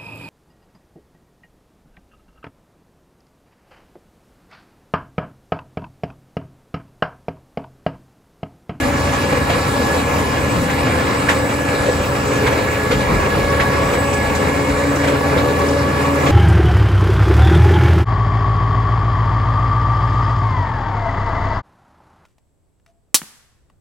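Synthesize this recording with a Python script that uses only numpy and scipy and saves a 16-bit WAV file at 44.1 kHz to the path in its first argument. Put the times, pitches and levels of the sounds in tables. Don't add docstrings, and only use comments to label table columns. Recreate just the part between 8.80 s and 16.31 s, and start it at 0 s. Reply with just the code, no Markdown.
import sys
import numpy as np
from scipy import signal
from scipy.fft import rfft, irfft, next_fast_len
from scipy.io import wavfile

SR = 44100
rng = np.random.default_rng(int(sys.argv[2]) if len(sys.argv) > 2 else 0)


def to_linear_factor(level_db):
    exponent = np.asarray(level_db, float) / 20
    return 10 ** exponent


def unload_audio(sound):
    columns = np.transpose(np.atleast_2d(sound))
    steps = np.round(np.clip(columns, -1, 1) * 32767)
    wavfile.write(sys.argv[1], SR, steps.astype(np.int16))


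N = 331191
TIME_S = np.arange(N) / SR


def rms_one(x):
    return x / np.sqrt(np.mean(x ** 2) + 1e-20)


def in_time(rows):
    s, *columns = np.transpose(rows)
    return [np.interp(TIME_S, s, column) for column in columns]


def drift(rate_hz):
    r = np.exp(-80 * np.pi * rate_hz / SR)
    white = rng.standard_normal(N // 40 + 2002)
    slow = signal.lfilter([1], [1, -2 * r, r * r], white)[2000:]
    return np.interp(np.arange(N) / 40, np.arange(len(slow)), rms_one(slow))


def band(x, low_hz, high_hz):
    return signal.sosfilt(signal.butter(2, [low_hz, high_hz], "band", fs=SR, output="sos"), x)


def whine(hz, db, width_hz, flutter_db, per_s=14):
    turns = np.cumsum(hz + width_hz * drift(9.57)) / SR + rng.random()
    level = np.sqrt(2) * to_linear_factor(db + flutter_db * drift(per_s))
    return level * np.sin(2 * np.pi * turns)


# peak time in seconds, level in dB.
GUSTS = [(.02, -22), (.54, -32), (1.63, -39), (2.2, -37), (2.61, -33), (3.01, -35), (3.2, -24), (3.47, -29),
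         (3.8, -34), (4.16, -23), (4.37, -20), (4.64, -23), (4.81, -28), (5.04, -27), (5.54, -22),
         (5.96, -25), (6.42, -31), (6.61, -34), (6.88, -35), (7.45, -32)]


def wind():
    rise_db_per_s, fall_db_per_s, lull_db = 110, 170, -44
    db = np.full(N, float(lull_db))
    for s, top_db in GUSTS:
        below_db = np.where(TIME_S < s, rise_db_per_s * (s - TIME_S), fall_db_per_s * (TIME_S - s))
        db = np.maximum(db, top_db - below_db)
    rumble = band(band(rng.standard_normal((2, N)), 41, 64), 32, 74)
    return to_linear_factor(db - 3.0) * rms_one(rumble)


# start in seconds, level in dB.
JOLTS = [
    (1.7, -20),
    (2.15, -29),
    (2.95, -27),
    (4.13, -21.5),
    (4.279, -22),
    (4.54, -26),
    (5.6, -24),
    (6.78, -33),
]


def jolts():
    rise_s, t60_s = 0.025, 0.61
    rows = np.array(JOLTS)
    since = np.maximum(TIME_S - rows[:, :1], 0)
    shape = to_linear_factor(rows[:, 1:] - 60 * since / t60_s) * (1 - np.exp(-since / rise_s))
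    return 2 * shape.sum(axis=0) * rms_one(band(rng.standard_normal((2, N)), 60, 215))


# pitch in Hz, level in dB.
STEADY_WHINES = [(107, -36), (121.6, -34), (228.6, -45), (322.3, -44), (809, -35.5), (852, -40.5),
                 (931, -42), (2834, -49.5)]
# pitch in Hz, level in dB, start in seconds, end in seconds.
PASSING_WHINES = [(202.2, -37.5, 0.5, 6.46), (257.3, -31, -1, 2.47), (424, -30.5, 3.5, 8),
                  (514.4, -33, 1.9, 7), (1049, -32.5, 1, 2.8), (1223, -38, 6, 8), (1950, -48, 6.5, 8),
                  (2192, -37, 4.6, 6.1)]


def shafts():
    fade_s = 0.3
    always = [(hz, db, -1, 9) for hz, db in STEADY_WHINES]
    out = np.zeros(N)
    for hz, db, start, end in always + PASSING_WHINES:
        fade_in = np.clip((TIME_S - start + fade_s) / fade_s, 0, 1)
        fade_out = np.clip((end - TIME_S) / fade_s, 0, 1)
        wobble_hz = 1.49 + 0.00202 * hz
        out += fade_in * fade_out * whine(hz, db + 1.5 * drift(1.5), wobble_hz, flutter_db=3.0)
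    return out


# time in seconds, pitch of meshing gear teeth in Hz,
# strain on the gears in dB, closeness of the crusher in dB.
DRIVE = [(0, 282.8, 0, 2), (1, 282.2, 2, -1.5), (1.6, 283, -5, -1.5), (2.1, 285.3, -2.5, -1),
         (3, 284, -2.5, 1), (3.9, 282.7, -2, -2), (4.3, 281.1, 1, -1), (4.8, 279.8, 6, 2.5),
         (5.3, 281, 3.5, -0.5), (5.8, 282.2, 1, 3.5), (6.2, 283.4, 0, 6), (6.7, 283.3, 2.5, 3.5),
         (7.51, 281.7, 4, 6.5)]
# level in dB, share of the strain (a factor), share of the closeness (a factor).
TONES = [
    (-30, -0.54, 1.3),
    (-32.5, 0.76, 0.98),
    (-34.5, 1.2, 0.04),
    (-32.5, .4, -.4),
    (-29, 0.12, .6),
    (-33, .4, 0.75),
]
# time in seconds, pitch in Hz, level in dB.
TURBO = [(.15, 8150, -47), (1.2, 8000, -43), (1.5, 8000, -50), (1.7, 7970, -43), (2.1, 8050, -47),
         (2.5, 8000, -40), (3, 7840, -42), (3.35, 7850, -43), (3.65, 7760, -44), (4.2, 7640, -49),
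         (4.7, 7850, -54), (5.2, 7920, -37.5), (5.75, 7980, -48), (6.1, 7920, -44), (6.4, 7826, -46),
         (6.6, 7800, -54), (7.51, 7830, -50)]
FIRING_RATIO, PUMP_RATIO = .2858, .4936


def drivetrain():
    mesh_hz, strain, close = in_time(DRIVE)
    *mesh_dbs, firing_db, pump_db = [db + a * strain + b * close for db, a, b in TONES]
    out = np.zeros(N)
    for k, db in zip((1, 2, 4, 6), mesh_dbs):
        out += whine(k * mesh_hz, db, .4 * k, flutter_db=3.0, per_s=16)
    out += whine(FIRING_RATIO * mesh_hz, firing_db, .8, flutter_db=1.5)
    out += whine(PUMP_RATIO * mesh_hz, pump_db, 1.2, flutter_db=2.2)
    injector_hz = 7289 * mesh_hz / np.mean(mesh_hz)
    out += whine(injector_hz, -52 + 2.5 * drift(1.5), 6.0, flutter_db=3.0, per_s=25)
    turbo_hz, turbo_db = in_time(TURBO)
    return out + whine(turbo_hz, turbo_db, 5.2, flutter_db=3.0, per_s=23)


# time in seconds, bite in dB.
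GRIND = [(0, 0.5), (1, 0.5), (1.9, -0.5), (2.17, 2), (2.4, 0), (3.3, 0), (3.75, 1), (4.04, -1), (4.2, 1),
         (4.9, 1), (5.4, -1), (5.61, 1), (5.94, -1), (6.5, 1), (6.8, 1.5), (6.92, -1), (7.34, 0), (7.51, 4)]
GRIND_HZ = [100, 420, 1500, 5000]
BITE_SHARES = [0.33, 1.34, 1.04, 0.18]
TREND_DB_PER_S = [-0.38, 0.22, -0.008, -0.34]
# pitch in Hz, level in dB per Hz.
ROAR = [(25, -34), (45, -15.5), (65, -4.5), (110, -5.5), (229, -5.5), (367, -7.5), (523, -4.5),
        (632, -11.5), (1110, -9), (1480, -12.5), (1900, -15), (3220, -26), (6300, -30.5), (15500, -39.5)]
# pitch in Hz, width in Hz, boost or dip in dB.
HOOD = [(500, 34, 3), (369, 18, -5.5), (1230, 86, -2), (1380, 37, -1), (1494, 120, -3.5), (1890, 73, 2.5),
        (2375, 200, 4.5), (4660, 550, 2.5), (8000, 580, 2)]
# pitch in Hz, width in Hz, boost in dB.
WHISTLES = [(2850, 50, 5), (3940, 80, 6), (7030, 60, 4), (8320, 60, 7), (8590, 60, 7), (8850, 50, 7),
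            (9370, 60, 4), (10307, 70, 7), (12467, 70, 6)]


def gravel_noise(grains_per_s=2500, spread_db=3.0, grain_db=-6):
    shape = (2, 2, N)
    size_db = spread_db * np.minimum(rng.exponential(1, shape), 5)
    chips = (rng.random(shape) < grains_per_s / SR) * to_linear_factor(size_db)
    white = rng.standard_normal(shape)
    return white + to_linear_factor(grain_db) * rms_one(chips * np.sign(white))


def resonate(x, hz, width_hz, db):
    r = np.exp(-np.pi * width_hz / SR)
    top = [(1 - r * r) / 2, 0, (r * r - 1) / 2]
    bottom = [1, -2 * r * np.cos(2 * np.pi * hz / SR), r * r]
    return x + (to_linear_factor(db) - 1) * signal.lfilter(top, bottom, x)


def grinding():
    noise = gravel_noise()
    bite = in_time(GRIND)[0]
    from_middle_s = TIME_S - N / 2 / SR
    load = np.outer(BITE_SHARES, bite) + np.outer(TREND_DB_PER_S, from_middle_s)
    load[0] += 1 * drift(2.6)
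    feed = .7 * drift(7) + .7 * drift(20)
    firing_hz = FIRING_RATIO * in_time(DRIVE)[0]
    throb = np.sin(np.pi * np.cumsum(firing_hz) / SR)
    roar_hz, roar_db = np.transpose(ROAR)
    edges = 22 * 2 ** np.arange(0, 9.7, 1 / 3)
    out = 0
    for k, (low, high) in enumerate(zip(edges, edges[1:])):
        pitch = np.log(np.sqrt(low * high))
        share = [np.interp(pitch, np.log(GRIND_HZ), row) for row in np.eye(len(GRIND_HZ))]
        swing = np.interp(pitch, np.log([150, 600, 3000, 9000]), [0.24, 0.92, 0.73, 0.27])
        db = np.interp(pitch, np.log(roar_hz), roar_db) + share @ load
        db = db + swing * (1.1 * feed + .5 * throb)
        db = db + 1.16 * drift(11.7) + 1.24 * drift(3.4)
        out = out + to_linear_factor(db) * band(noise[k % 2], low, high)
    for hz, width_hz, db in HOOD + WHISTLES:
        out = resonate(out, hz, width_hz, db)
    return to_linear_factor(-18.5) * rms_one(out)


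# start in seconds, crunch in dB, ring pitch in Hz,
# ring level in dB, splinter level in dB.
STONES = [(.285, -17.5, 720, -24, -40), (0.328, -15, 1120, -15, -38), (.52, -16, 800, -15.5, -38),
          (.692, -9.5, 693, -10.5, -30), (.735, -20, 526, -15.5, -40), (1.38, -18, 492, -26, -34),
          (1.895, -14.5, 1680, -27, -31), (2.486, -4.5, 1630, -6, -21), (2.506, -12, 1064, -14, -27),
          (3.055, -16, 550, -20, -33), (3.083, -22, 498, -5.5, -38), (3.35, -18, 687, -15, -38),
          (3.663, -9, 1630, -16, -31), (3.719, -16, 553, -9, -38), (4.108, -8, 477, -8.5, -30),
          (4.797, -10.5, 1700, -12, -31), (5.13, -15, 537, -24, -40), (5.609, -28, 1110, -21, -38),
          (6.233, -13.5, 620, -16, -35), (6.272, -11, 486, -12, -32), (6.56, -19, 500, -11, -40),
          (6.578, -14.5, 3350, -20, -37), (6.785, -22, 1132, -14, -31), (7.46, -11.5, 2200, -22, -33)]
# start in seconds, splinter level in dB, ring pitch in Hz,
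# ring level in dB.
CHIPS = [
    (3.94, -40, 3980, -34),
    (4.205, -34, 3980, -21),
    (4.699, -42, 4747, -24),
    (5.329, -25, 5500, -30),
    (5.549, -23.5, 6500, -32),
    (6.158, -32, 5900, -24),
    (6.885, -40, 5300, -22),
    (7.259, -36, 6500, -38),
]


def stones():
    hold_s = 0.011
    blows = [(*stone, 0.17) for stone in STONES]
    blows += [(s, -26, hz, ring_db, db, .1) for s, db, hz, ring_db in CHIPS]
    t = np.arange(SR // 4) / SR
    out = np.zeros((2, N + SR))
    for s, crunch_db, hz, ring_db, splinter_db, t60_s in blows:
        white = rng.standard_normal((2, len(t)))
        crunch = to_linear_factor(crunch_db - 7.0) * rms_one(band(white, 400, 2600))
        splinters = to_linear_factor(splinter_db - 4.0) * rms_one(band(white, 2500, 8000))
        fall = to_linear_factor(-60 * np.maximum(t - hold_s, 0) / t60_s)
        burst = (1 - np.exp(-t / 0.004)) * fall * (crunch + splinters)
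        clean = min(1, 900 / hz) * np.sin(2 * np.pi * hz * t)
        rough = .8 * rms_one(band(white, .82 * hz, 1.2 * hz))
        swell = 1 - np.exp(-t * hz / 3)
        ring = to_linear_factor(ring_db - 3) * (clean + rough) * swell * to_linear_factor(-60 * t / (.06 + 50 / hz))
        at = round(s * SR)
        out[:, at:at + len(t)] += burst + ring
    return out[:, :N]


# pitch in Hz, left-right likeness from 0 to 1,
# lead of the right in radians, left minus right in dB.
PORTS = [(0, 0.93, 0, 0), (550, 0.8, 0.6, 1), (764, 0.24, -0.74, 3), (1530, 0.35, -1.5, -3),
         (1795, 0.52, 2, -2), (2620, 1, -1.5, -2.5), (3280, 0.13, -1, 5.5), (3720, 0.59, -0.6, -0.5),
         (4650, 1, 1.5, 3), (5530, 0.037, 0, -1.5), (6800, 0.44, 0, -1), (7250, 0.87, 0.05, 2),
         (8580, 1, 2.5, 0), (15600, 1, 13, 0)]


def ports(first, second, tones):
    size = next_fast_len(N + 4096)
    hz = np.arange(size // 2 + 1) * SR / size
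    port_hz, *columns = np.transpose(PORTS)
    alike, lead, tilt_db = [np.interp(hz, port_hz, column) for column in columns]
    alike = np.clip(alike, 0, 1)
    turn = np.exp(.5j * lead) / to_linear_factor(tilt_db / 2)
    a, b, tone = rfft(np.array([first, second, tones]), size)
    left = (a + tone) / turn
    right = (alike * a + np.sqrt(1 - alike ** 2) * b + tone) * turn
    heard = hz < 15730
    return irfft(np.array([left, right]) * heard, size)[:, :N]


def scene():
    first, second = wind() + jolts() + grinding() + stones()
    return ports(first + shafts(), second, drivetrain())


def roll_off(x):
    return signal.sosfilt(signal.butter(12, 15880, fs=SR, output="sos"), x)


def record(dry):
    mix = 1.296 * np.tanh(dry / 1.302)
    return roll_off(mix)


dry = scene()
out = record(dry)
unload_audio(out)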